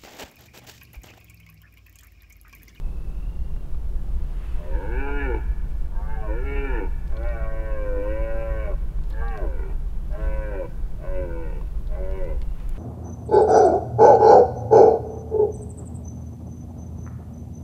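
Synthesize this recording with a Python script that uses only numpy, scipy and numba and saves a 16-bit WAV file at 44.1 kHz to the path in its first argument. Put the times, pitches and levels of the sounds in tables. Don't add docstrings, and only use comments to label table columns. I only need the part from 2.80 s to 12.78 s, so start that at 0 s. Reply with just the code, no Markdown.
import sys
import numpy as np
from scipy import signal
from scipy.fft import rfft, irfft
from scipy.io import wavfile
from scipy.ndimage import uniform_filter1d
from numba import njit

SR = 44100
rng = np.random.default_rng(int(sys.argv[2]) if len(sys.argv) > 2 else 0)


def how_loud(loudness_db):
    steps = np.asarray(loudness_db, float) / 20
    return 10 ** steps


def dump_mix(stems):
    frames = np.atleast_2d(stems).T
    limited = np.clip(frames, -1, 1)
    pcm = np.round(limited * 32767).astype(np.int16)
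    wavfile.write(sys.argv[1], SR, pcm)


N = 440118

ROAR_1 = [(1.74, 73.2, -51, -16, 643), (1.908, 76.8, -39, -17.5, 527), (1.958, 80.7, -38, -11.5, 508),
          (2.196, 137.9, -34.5, -8, 475), (2.352, 143.9, -32, -10, 480), (2.448, 138.2, -33, -6, 485),
          (2.496, 122.2, -29, -13.5, 476), (2.542, 107.6, -29, -12.5, 478.5), (2.63, 94.5, -43, 1.5, 457)]
ROAR_2 = [(3.102, 94.1, -57.5, -1.5, 935), (3.325, 112.5, -51, -2.5, 881),
          (3.512, 105.8, -32.5, -16.5, 523), (3.636, 136.4, -37.5, -12.5, 453),
          (3.7, 140, -34.5, -9.5, 440), (3.852, 138.7, -31.5, -9, 450), (3.927, 124.4, -35, -4, 484.4),
          (4.017, 92.9, -30, -12.5, 473.7), (4.1, 88.3, -42.5, -4, 486)]
ROAR_3 = [(4.289, 101.6, -46, -7, 587.6), (4.456, 119.6, -35, -10, 577), (4.596, 111.3, -38, -7.5, 620),
          (4.871, 109.7, -37, -8, 579), (5.19, 99.5, -28.5, -17, 496.2), (5.392, 111.7, -32, -12, 551.5),
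          (5.637, 112.6, -32, -11, 574.4), (5.83, 107.7, -36, -8.5, 578.3),
          (5.959, 86.6, -30.5, -14, 587.5)]
ROAR_4 = [(6.291, 103.6, -54, -4, 895), (6.42, 114.7, -41.5, -7, 853), (6.506, 116.1, -47, 3.5, 803),
          (6.58, 104.1, -36, -11.5, 658), (6.647, 82.54, -32, -16, 564), (6.698, 75.85, -41.5, -9, 536),
          (6.856, 77.3, -42, -7.5, 453.4), (6.961, 74.5, -50, 1, 420)]
ROAR_5 = [(7.29, 96.8, -41.5, -5, 620), (7.394, 108.5, -37.5, -9, 596), (7.606, 107.9, -36, -7.5, 552),
          (7.701, 104.4, -35.5, -7.5, 548.4), (7.8, 90.6, -29.5, -15, 539), (7.86, 78.3, -31.5, -10, 527),
          (7.899, 71.1, -51, -16, 523)]
ROAR_6 = [(8.181, 76.2, -39, -13, 631), (8.269, 94.5, -38.5, -10.5, 583), (8.398, 91.8, -29, -21, 544.5),
          (8.495, 84, -37, -14.5, 531), (8.593, 83.14, -35.5, -17, 513), (8.746, 74.2, -45, -7.5, 487),
          (8.83, 74.3, -41, -22, 469.6)]
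ROAR_7 = [(9.07, 78.95, -45, -15, 602), (9.18, 94.1, -38.5, -12, 589), (9.212, 93.5, -34, -20, 582.3),
          (9.366, 96.16, -37.5, -15.5, 563), (9.422, 91.5, -32.5, -19.5, 534.6),
          (9.524, 73.4, -37, -14, 532), (9.599, 68.2, -47, -21, 500)]
BOUT = [ROAR_1, ROAR_2, ROAR_3, ROAR_4, ROAR_5, ROAR_6, ROAR_7]


def rms_one(x):
    return x / np.sqrt(np.mean(x ** 2) + 1e-20)


def in_time(rows):
    s, *columns = np.transpose(rows)
    return [np.interp(np.arange(N) / SR, s, c) for c in columns]


def coloured(spectrum):
    hz, level_db = np.transpose(spectrum)
    grid = np.log(np.arange(N // 2 + 1) * SR / N + 1)
    gain = how_loud(np.interp(grid, np.log(hz), level_db, left=-120, right=-120))
    return rms_one(irfft(rfft(rng.standard_normal(N)) * gain, N))


def drift(rate_hz):
    lowpass = signal.butter(2, rate_hz, fs=SR, output="sos")
    return rms_one(signal.sosfilt(lowpass, rng.standard_normal(N)))


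def evened(x):
    power = uniform_filter1d(x ** 2, size=1500)
    return x / np.sqrt(uniform_filter1d(power, size=1500) + 1e-12)


def evened_slowly(x):
    return x / np.sqrt(uniform_filter1d(x ** 2, size=9000) + 1e-12)


def by_roar(rows):
    which = np.searchsorted([roar[0][0] for roar in BOUT[1:]], np.arange(N) / SR)
    return np.transpose(rows)[:, which]


def wind():
    # [t/s, level/dB]
    gusts = [(0.0, -23.5), (0.16, -28), (1.47, -22), (1.5, -28), (1.8, -23.5), (6.75, -24), (7.39, -26),
             (7.48, -21), (7.92, -33), (8.0, -22), (8.26, -33), (8.31, -21), (8.5, -27.5), (9.67, -23),
             (9.76, -29), (9.98, -23)]
    # [f/Hz, level/dB per Hz]
    colour = [(4.7, -49), (8.0, -1.5), (22, -1.5), (40, -2), (62, -6.5), (82, -26.5), (110, -43),
              (180, -120)]
    rumble = np.tanh(0.081 * evened_slowly(coloured(colour)))
    return how_loud(*in_time(gusts)) * rms_one(rumble)


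def air():
    # [f/Hz, level/dB per Hz]
    colour = [(48, -66), (82, -1.5), (145, 0), (207, -8.5), (246, -16.5), (366, -14), (450, -19.5),
              (1000, -27.5), (1400, -34), (2200, -47.5), (3500, -43.5), (8000, -48), (11000, -47),
              (15800, -48.5)]
    level_db = -41.5 + 0.35 * drift(3)
    return how_loud(level_db) * coloured(colour)


def leaves():
    # [peak t/s, level/dB, rise t/s, fall t/s]
    stirrings = [
        (1.64, -62.5, 0.32, 0.82),
        (6.32, -70.5, 0.069, 0.26),
        (7.449, -63, .12, 0.093),
        (9.8, -65.5, .05, 0.12),
        (9.98, -59.5, 0.076, 0.061),
    ]
    # [f/Hz, level/dB per Hz]
    colour = [(300, -2), (1000, 2.5), (3000, -4.5), (5000, -19.5), (12000, -22.5), (16000, -46)]
    t = np.arange(N) / SR
    swell = how_loud(-70.5)
    for peak_s, level_db, rise_s, fall_s in stirrings:
        distance = np.where(t < peak_s, (peak_s - t) / rise_s, (t - peak_s) / fall_s)
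        swell = swell + how_loud(level_db) * np.exp(-distance * 2)
    grain = how_loud(6.5 + 0.53 * drift(36))
    return swell * grain * coloured(colour)


def twigs():
    # [lowest f/Hz, highest f/Hz, decay t/ms]
    kinds = [(450, 1400, 3), (700, 3600, 1.8), (2200, 6500, 2), (3300, 4400, 6), (2000, 5000, 7),
             (5500, 15500, 1.5)]
    # [t/s, peak level/dB]
    ticks_by_kind = [
        [(.763, -48), (.946, -48), (4.322, -43), (6.187, -49), (6.905, -51), (8.812, -42)],
        [(4.274, -50), (6.575, -42), (9.312, -50), (9.617, -44), (9.626, -49)],
        [(4.279, -55), (6.291, -62), (7.327, -55), (8.813, -60), (9.444, -55), (9.893, -51.5)],
        [(4.368, -49), (4.432, -56), (4.485, -55), (6.305, -52), (6.325, -55), (6.482, -51), (9.072, -54)],
        [(6.237, -55), (9.789, -66), (9.8, -55)],
        [(6.301, -48), (6.576, -52), (9.893, -42)],
    ]
    out, t = np.zeros(N + 2000), np.arange(2000) / SR
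    for (low_hz, high_hz, decay_ms), ticks in zip(kinds, ticks_by_kind):
        band = signal.butter(2, [low_hz, high_hz], "band", fs=SR, output="sos")
        for s, peak_db in ticks:
            click = rng.standard_normal(2000) + 3 * (t == 0)
            tick = signal.sosfilt(band, click * np.exp(-1000 * t / decay_ms))
            out[round(s * SR):][:2000] += how_loud(peak_db + 6) * tick / np.abs(tick).max()
    return out[:N]


def crickets():
    # [f/Hz, slide f/Hz, chirps per second]
    singers = [(2620, 260, 38.5), (2775, 40, 32.5), (1720, 60, 50)]
    # [start t/s, end t/s, level/dB]
    trills_by_cricket = [
        [(.005, .5, -64), (1.6, 2.05, -64), (5.6, 6.08, -71), (8.27, 8.93, -67)],
        [(.3, .88, -68), (2.62, 3.1, -79), (9.4, 9.82, -69)],
        [(1.17, 1.24, -62)],
    ]
    out, t = np.zeros(N), np.arange(N) / SR
    for (hz, slide_hz, per_s), trills in zip(singers, trills_by_cricket):
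        for start, end, level_db in trills:
            stroke = ((t - start) * per_s + .04 * drift(10)) % 1
            tone_hz = hz + slide_hz * (.35 - stroke) + 15 * drift(26.0)
            tone = np.sin(2 * np.pi * np.cumsum(tone_hz) / SR)
            chirp = np.sin(np.pi * np.clip(stroke / 0.75, 0, 1)) * tone
            swell = np.clip(np.minimum((t - start) / 0.022, (end - t) / 0.069), 0, 1)
            out += how_loud(level_db + 5.5) * swell * chirp
    return out * how_loud(2.0 * drift(3.6))


def forest(x):
    t60_s, level_db, gap_s = 1.8, -14.5, .06
    t = np.arange(2 * SR) / SR
    tail = rng.standard_normal(len(t)) * how_loud(-60 * t / t60_s) * (t > gap_s)
    tail = tail / np.sqrt(np.sum(tail ** 2))
    band = signal.butter(1, [1000, 2600], "band", fs=SR, output="sos")
    return how_loud(level_db) * signal.fftconvolve(x, signal.sosfilt(band, tail))[:N]


def hoarseness(pitch_hz):
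    # [at the start 0-1, at the end 0-1, dying time t/s]
    ends = [(.25, .5, .14), (.55, .48, .14), (.6, .42, .11), (.5, .45, .38), (.5, .36, .07),
            (.45, .36, .22), (.42, .36, .1)]
    settle_s, strain_hz = .09, 120
    t = np.arange(N) / SR
    octaves_per_s = np.gradient(np.log2(pitch_hz)) * SR
    glide = np.abs(uniform_filter1d(octaves_per_s, size=4000))
    strain = np.clip(np.log2(pitch_hz / strain_hz), 0, 1)
    rough = .045 + .014 * glide + .3 * strain
    for roar, (first, last, dying_s) in zip(BOUT, ends):
        since, until = t - roar[0][0], roar[-1][0] - t
        unsettled = first * np.clip(1 - since / settle_s, 0, 1)
        dying = last * np.clip(1 - until / dying_s, 0, 1)
        rough = rough + (since > 0) * (until > 0) * (unsettled + dying)
    return np.clip(rough, 0, .8)


def folds(pitch_hz, rough):
    shaken_hz = pitch_hz * (1 + (.001 + .12 * rough ** 1.5) * drift(60))
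    cycles = np.cumsum(shaken_hz) / SR
    at = np.flatnonzero(np.diff(np.floor(cycles)) > 0)
    late = (np.ceil(cycles[at]) - cycles[at]) / (cycles[at + 1] - cycles[at])
    strength = how_loud(8 * rough[at] * rng.standard_normal(N)[at]) * np.sqrt(SR / pitch_hz[at])
    pulses = np.zeros(N)
    pulses[at] += strength * (1 - late)
    pulses[at + 1] += strength * late
    open_folds = np.sin(np.pi * cycles) ** 2
    breath = open_folds * rng.standard_normal(N)
    return (1 - rough) * pulses + 1.4 * rough * breath


@njit
def resonate(x, turn, r):
    y = np.zeros(len(x))
    for i in range(2, len(x)):
        y[i] = (1 - r * r) / 2 * (x[i] - x[i - 2]) + turn[i] * y[i - 1] - r * r * y[i - 2]
    return y


def formant(x, hz, width_hz, level_db):
    r = np.exp(-np.pi * 1.5 * width_hz / SR)
    turn = 2 * r * np.cos(2 * np.pi * hz / SR) * np.ones(N)
    return how_loud(level_db) * resonate(resonate(x, turn, r), turn, r)


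def throat(source, second_hz):
    # [second resonance f/Hz, first f/Hz, third f/Hz, fourth f/Hz,
    # fifth f/Hz, sixth f/Hz, first resonance level/dB, nose level/dB]
    postures = [(450, 371, 873, 1423, 1860, 2298, 8, -20), (502, 314, 950, 1498, 1890, 2296, -4, -29.5),
                (568.6, 360, 1012, 1528, 1990, 2293, -7, -4.5),
                (620, 362, 1090, 1574, 1911, 2265, -11.5, -12.5),
                (873, 502, 1138, 1600, 1740, 2170, 13, -10)]
    # [first resonance shift f/Hz, third shift f/Hz, fifth shift f/Hz,
    # first resonance level/dB, nose level/dB]
    bearing = [(10, -38, -170, 4.5, 0), (-4, -16, -160, 5.5, 3.5), (11.5, 34, -55, -0.5, 7.5),
               (4, -5, 5, 6.5, 6), (9, 5, -5, 1, 11), (8, 11, 16, 3.5, 3.5), (37, -15, -7, 2, 10)]
    fifth_db = [(3,), (2,), (-2,), (0,), (-1.5,), (-3.5,), (3,)]
    # [width f/Hz, level/dB]
    moving = [(78, 8.5), (47.2, 11.5), (81, 4), (77, 6), (71.5, 2), (89, -0.5)]
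    # [f/Hz, width f/Hz, level/dB]
    mouth = [(2614, 76, -7), (2852, 114, -14.5)]
    # [f/Hz, width f/Hz, level/dB]
    nose_branch = [(807, 20, 3), (1354, 5.9, 8), (1740, 45, -0.5)]
    posture_hz, *followers = np.transpose(postures)
    first_hz, *upper_hz, first_db, nose_db = [np.interp(second_hz, posture_hz, f) for f in followers]
    first_shift, third_shift, fifth_shift, more_first_db, more_nose_db = by_roar(bearing)
    third, fourth, fifth, sixth = [hz * (1 + .018 * drift(3.7)) for hz in upper_hz]
    moving_hz = [first_hz + first_shift, second_hz, third + third_shift, fourth, fifth + fifth_shift, sixth]
    rings = [formant(source, hz, *m) for hz, m in zip(moving_hz, moving)]
    rings += [formant(source, *m) for m in mouth]
    rings = [ring * how_loud(2.2 * drift(5)) for ring in rings]
    rings[0] = rings[0] * how_loud(first_db + more_first_db)
    rings[4] = rings[4] * how_loud(*by_roar(fifth_db))
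    nose = how_loud(nose_db + more_nose_db) * sum(formant(source, *m) for m in nose_branch)
    skirt = formant(source, 1053, 714, -18.5) + formant(source, 572, 60, -5.5)
    return sum((-1) ** k * ring for k, ring in enumerate(rings)) + nose + skirt


def near_echoes(voice):
    # [delay t/s, level/dB]
    echoes = [(.0043, -16.5), (0.0112, -12), (0.0182, -9), (.031, -20.5)]
    return voice + sum(how_loud(level_db) * np.roll(voice, round(s * SR)) for s, level_db in echoes)


def edge_change(start_db, start_s, end_db, end_s):
    t = np.arange(N) / SR
    start, end = by_roar([(roar[0][0], roar[-1][0]) for roar in BOUT])
    start_loss = start_db * np.clip(1 - (t - start) / start_s, 0, 1)
    end_loss = end_db * np.clip(1 - (end - t) / end_s, 0, 1)
    return start_loss + end_loss


def upper_levels(pitch_hz, bright_db, second_hz):
    # [offset level/dB, gain/dB per octave from the roar's top pitch, gain/dB per octave of throat]
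    upper = [(1, -1.5, 13.5), (-1, 5, 6), (-3, 11.5, -5.5)]
    # [low band level/dB, middle band level/dB, high band level/dB]
    tone = [(3, 3.5, 0.5), (0, 0.5, 1.5), (-5, -3, -4), (-2, 0, -3), (-6.5, -3.8, -5.5), (-0.5, -1.5, -2),
            (-3, -5, 0.5)]
    # [change at the start/dB,
    # fade t/s, change at the end/dB, fade t/s]
    edges = [(-4.5, 0.24, 0, 0.066), (-6.5, .12, -13, 0.12), (-7, 0.18, 5, 0.088)]
    top_hz, = by_roar([(max(row[1] for row in roar),) for roar in BOUT])
    pitch_octaves = np.log2(pitch_hz / top_hz)
    throat_octaves = np.log2(second_hz / 550)
    levels = []
    for (offset_db, pitch_db, throat_db), tone_db, edge in zip(upper, by_roar(tone), edges):
        patchy_db = 2.5 * drift(8.5)
        level_db = bright_db + tone_db + edge_change(*edge) + patchy_db + offset_db
        levels.append(level_db + pitch_db * pitch_octaves + throat_db * throat_octaves)
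    return levels


def stag():
    pitch_hz, low_db, bright_db, second_hz = in_time(np.concatenate(BOUT))
    pitch_hz = uniform_filter1d(pitch_hz, size=round(.06 * SR))
    upper_db = upper_levels(pitch_hz, bright_db, second_hz)
    voice = near_echoes(throat(folds(pitch_hz, hoarseness(pitch_hz)), second_hz))
    edges_hz = [200, 720, 1280, 1900, 3050]
    bands = []
    for pair in zip(edges_hz, edges_hz[1:]):
        band = signal.butter(5, pair, "band", fs=SR, output="sos")
        bands.append(signal.sosfilt(band, voice))
    meeting_db = 0.5 * np.cos(2 * np.pi * second_hz / pitch_hz)
    voice = how_loud(meeting_db) * evened(bands[0])
    voice = voice + sum(how_loud(level_db) * evened(band) for level_db, band in zip(upper_db, bands[1:]))
    overtone = evened(formant(bands[-1] ** 2, 3631.6, 130, 0))
    voice = voice + how_loud(upper_db[-1] - 29.5) * overtone
    t = np.arange(N) / SR
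    sounding = sum(np.clip(np.minimum(t - roar[0][0], roar[-1][0] - t) / 0.055, 0, 1) for roar in BOUT)
    return sounding * how_loud(low_db) * voice


def scene():
    roars = stag()
    background = wind() + air() + leaves() + twigs() + crickets()
    return (background + forest(roars) + roars)[None]


def top_cut(x):
    return signal.sosfilt(signal.butter(12, 15930, fs=SR, output="sos"), x)


def record(dry):
    fade = np.clip(np.arange(N)[::-1] / (.008 * SR), 0, 1)
    return top_cut(dry * np.sin(np.pi / 2 * fade) ** 2)


dry = scene()
out = record(dry)
dump_mix(out)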